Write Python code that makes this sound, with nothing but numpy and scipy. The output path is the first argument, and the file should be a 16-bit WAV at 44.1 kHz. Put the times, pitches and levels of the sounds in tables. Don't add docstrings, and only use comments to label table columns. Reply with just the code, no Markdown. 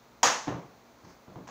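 import sys
import numpy as np
from scipy import signal
from scipy.fft import rfft, irfft, next_fast_len
from scipy.io import wavfile

SR = 44100
rng = np.random.default_rng(int(sys.argv[2]) if len(sys.argv) > 2 else 0)


def to_wav(sig):
    pcm = np.clip(np.atleast_2d(sig), -1, 1) * 32767
    pcm = np.round(pcm).astype(np.int16)
    wavfile.write(sys.argv[1], SR, pcm.T)


N = 66150


def amp(db):
    return 10 ** (np.asarray(db) / 20)


def fade(t, t60_s):
    return np.exp(-np.log(1000) * t / t60_s)


def along(points, hz):
    points_hz, values = np.transpose(points)
    return np.interp(np.log(hz + 1), np.log(points_hz + 1), values)


def colour(spectrum):
    gain = amp(along(spectrum, np.fft.rfftfreq(N, 1 / SR)))
    return gain / np.sqrt(np.mean(gain ** 2) + 1e-20)


def noise(spectrum):
    return irfft(rfft(rng.standard_normal(N)) * colour(spectrum), N)


def burst(spectrum, envelope):
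    cepstrum = irfft(np.log(colour(spectrum) + 1e-6), N)
    cepstrum[1:N // 2] *= 2
    cepstrum[N // 2 + 1:] = 0
    excitation = envelope * rng.standard_normal(N)
    return irfft(rfft(excitation) * np.exp(rfft(cepstrum)), N)


def ring(modes, t, scatter_db, rise_s):
    tones = np.zeros(N)
    for hz, db, t60_s in modes:
        gain = amp(db + scatter_db * rng.standard_normal())
        tones += gain * fade(t, t60_s) * np.sin(2 * np.pi * hz * t)
    return tones * (1 - np.exp(-t / rise_s))


def softened(rows, cutoff_hz):
    return [(hz, db - 10 * np.log10(1 + (hz / cutoff_hz) ** 2), *rest) for hz, db, *rest in rows]


def tilted(rows, db_per_oct, corner_hz=1000):
    return [(hz, db + db_per_oct * np.log2(1 + hz / corner_hz), *rest) for hz, db, *rest in rows]


def background(t):
    # f/Hz, relative level/dB
    hiss_spectrum = [(25, -30), (60, -6.5), (85, -23), (120, -7.5), (170, -12), (240, -8), (330, -8.5),
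                     (870, -9.5), (1420, -14.5), (1800, -19), (2300, -19.5), (2950, -25.5), (4200, -22),
                     (5200, -26.5), (6400, -23.5), (7600, -32.5), (8200, -38.5), (13800, -39.5),
                     (14600, -28), (15600, -27.5)]
    # f/Hz, rms level/dB
    hum_partials = [(59, -82), (118.4, -76), (236.9, -68.5)]
    hum = sum(amp(db) * np.sqrt(2) * np.sin(2 * np.pi * (hz * t + rng.random()))
              for hz, db in hum_partials)
    return amp(-58) * noise(hiss_spectrum) + hum


def room(spectrum, t):
    # f/Hz, t60/s
    decay_times = [(100, 0.46), (500, 0.45), (1100, 0.49), (3700, .45), (6400, 0.46), (9000, 0.4),
                   (15000, 0.29)]
    delay_s, build_s = 0.0014, 0.0076
    hz, frame_s, bands = signal.stft(noise(spectrum), SR, nperseg=512)
    decay = fade(frame_s, along(decay_times, hz)[:, None])
    _, tail = signal.istft(bands * decay, SR, nperseg=512)
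    build_up = 1 - np.exp(-np.maximum(t - delay_s, 0) / build_s)
    return tail[:N] * build_up


def hand(t):
    # centre t/s, half-width/s, level/dB
    slides = [(1.052, .006, -59), (1.107, 0.033, -58.5)]
    # f/Hz, relative level/dB
    skin_spectrum = [(300, 3), (1200, 5), (2200, -1.5), (3200, -13), (5000, -2), (6400, -2), (8000, -22),
                     (12000, -30)]
    return sum(amp(db) * noise(skin_spectrum) / np.sqrt(1 + ((t - centre_s) / half_width_s) ** 4)
               for centre_s, half_width_s, db in slides)


def stock(t):
    # t/s, level/dB, contact cut-off/Hz
    knocks = [(0.261, -9, 110), (0.4722, -0.5, 1500), (0.479, 4.5, 2980), (0.487, 3.5, 1510),
              (.511, -4.5, 900), (.528, -6, 710), (.551, -7.5, 700), (1.035, -18, 350),
              (1.0479, -13.5, 500), (1.279, -11.5, 690), (1.295, -16.5, 1500), (1.321, -14.5, 300),
              (1.358, -6.5, 890), (1.3848, -14, 400), (1.401, -10.5, 246)]
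    # f/Hz, level/dB, t60/s
    push_modes = [(67, -10.5, 0.058), (104.8, 0, 0.098)]
    # f/Hz, level/dB, t60/s
    top_modes = [(125.5, 1.5, 0.26), (175.6, 0, 0.43), (289.2, 2.5, 0.31), (362.5, -3, 0.34),
                 (415, -7, 0.21), (594, -9, .3), (1075, -8, 0.35)]
    # f/Hz, relative level/dB
    thud_spectrum = [(20, -39), (45, -29), (85, -8.5), (130, 1.5), (180, -2), (235, -7), (290, 1),
                     (470, -5), (600, -7), (1010, -6.5), (1300, -14.5), (4000, -25.5), (8000, -48.5)]
    attack_s = 0.0015
    blow = fade(t, t60_s=0.046) * (1 - fade(t, attack_s))
    out = np.zeros(N)
    for start_s, db, cutoff_hz in knocks:
        wood_spectrum = softened(thud_spectrum, cutoff_hz)
        push = amp(-33.5) * ring(push_modes, t, scatter_db=1, rise_s=0.0033)
        thud = amp(-31) * burst(wood_spectrum, blow)
        top = amp(-42.5) * ring(softened(top_modes, cutoff_hz), t, scatter_db=1.5, rise_s=0.012)
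        echo = amp(-38.5) * room(wood_spectrum, t)
        onset = round(start_s * SR)
        out[onset:] += amp(db) * (push + thud + top + echo)[:N - onset]
    return out


def action(t):
    # t/s, level/dB, treble tilt/(dB/octave)
    clicks = [(.2309, 1, 2), (0.233, 2, -1), (.2384, -5.5, 3.5), (.4718, -26.5, -5.5), (0.4787, -20, -5.5),
              (.4895, -40, 0), (1.4728, -27, -5.5), (1.4775, -27.5, -1.5), (1.4885, -24, -5.5)]
    # f/Hz, level/dB, t60/s
    action_modes = [(231, -6, 0.32), (492.5, -10, .4), (734, -12, 0.1), (793, 9.5, 0.03), (867, 3, 0.56),
                    (1014, -11, 0.32), (1145, -3, 0.62), (1663, 2.5, 0.302), (1874, -10, 0.24),
                    (6172, -20, .45), (6120, -24, .45), (6478, 0, 0.47), (6750, 5, .35)]
    # f/Hz, relative level/dB
    crack_spectrum = [(40, -47), (120, -44), (230, -10), (330, -25.5), (790, 3.5), (1180, -5), (1400, -4.5),
                      (1880, -12), (2580, -13.5), (3000, -12.5), (3700, -17), (5000, -10.5), (6390, -5),
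                      (7400, -14.5), (8900, -34), (13400, -42), (15500, -31)]
    # f/Hz, relative level/dB
    echo_spectrum = [(40, -45), (140, -19.5), (250, -7), (330, -12.5), (490, -6), (700, -1.5), (1130, 1.5),
                     (1400, -4.5), (1880, -5), (2400, -9.5), (3000, -9.5), (4000, -11.5), (5100, -10.5),
                     (6390, -6), (7300, -16), (9150, -31.5), (13000, -36.5), (15500, -34)]
    attack_s = 0.00035
    strike = fade(t, t60_s=0.021) * (1 - fade(t, attack_s))
    out = np.zeros(N)
    for start_s, db, db_per_oct in clicks:
        crack = amp(-14) * burst(tilted(crack_spectrum, db_per_oct), strike)
        steel = amp(-34) * ring(tilted(action_modes, db_per_oct), t, scatter_db=1.5, rise_s=0.0023)
        echo = amp(-22) * room(tilted(echo_spectrum, db_per_oct), t)
        onset = round(start_s * SR)
        out[onset:] += amp(db) * (crack + steel + echo)[:N - onset]
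    return out


def scene():
    t = np.arange(N) / SR
    return (action(t) + stock(t) + hand(t) + background(t))[None]


def record(dry):
    low_cut_hz, band_limit_hz = 19, 15620
    low_cut = signal.butter(2, low_cut_hz, "highpass", fs=SR, output="sos")
    thinned = signal.sosfilt(low_cut, dry)
    n_fft = next_fast_len(N + SR // 2)
    passband = np.fft.rfftfreq(n_fft, 1 / SR) < band_limit_hz
    return irfft(rfft(thinned, n_fft) * passband, n_fft)[:, :N]


dry = scene()
out = record(dry)
to_wav(out)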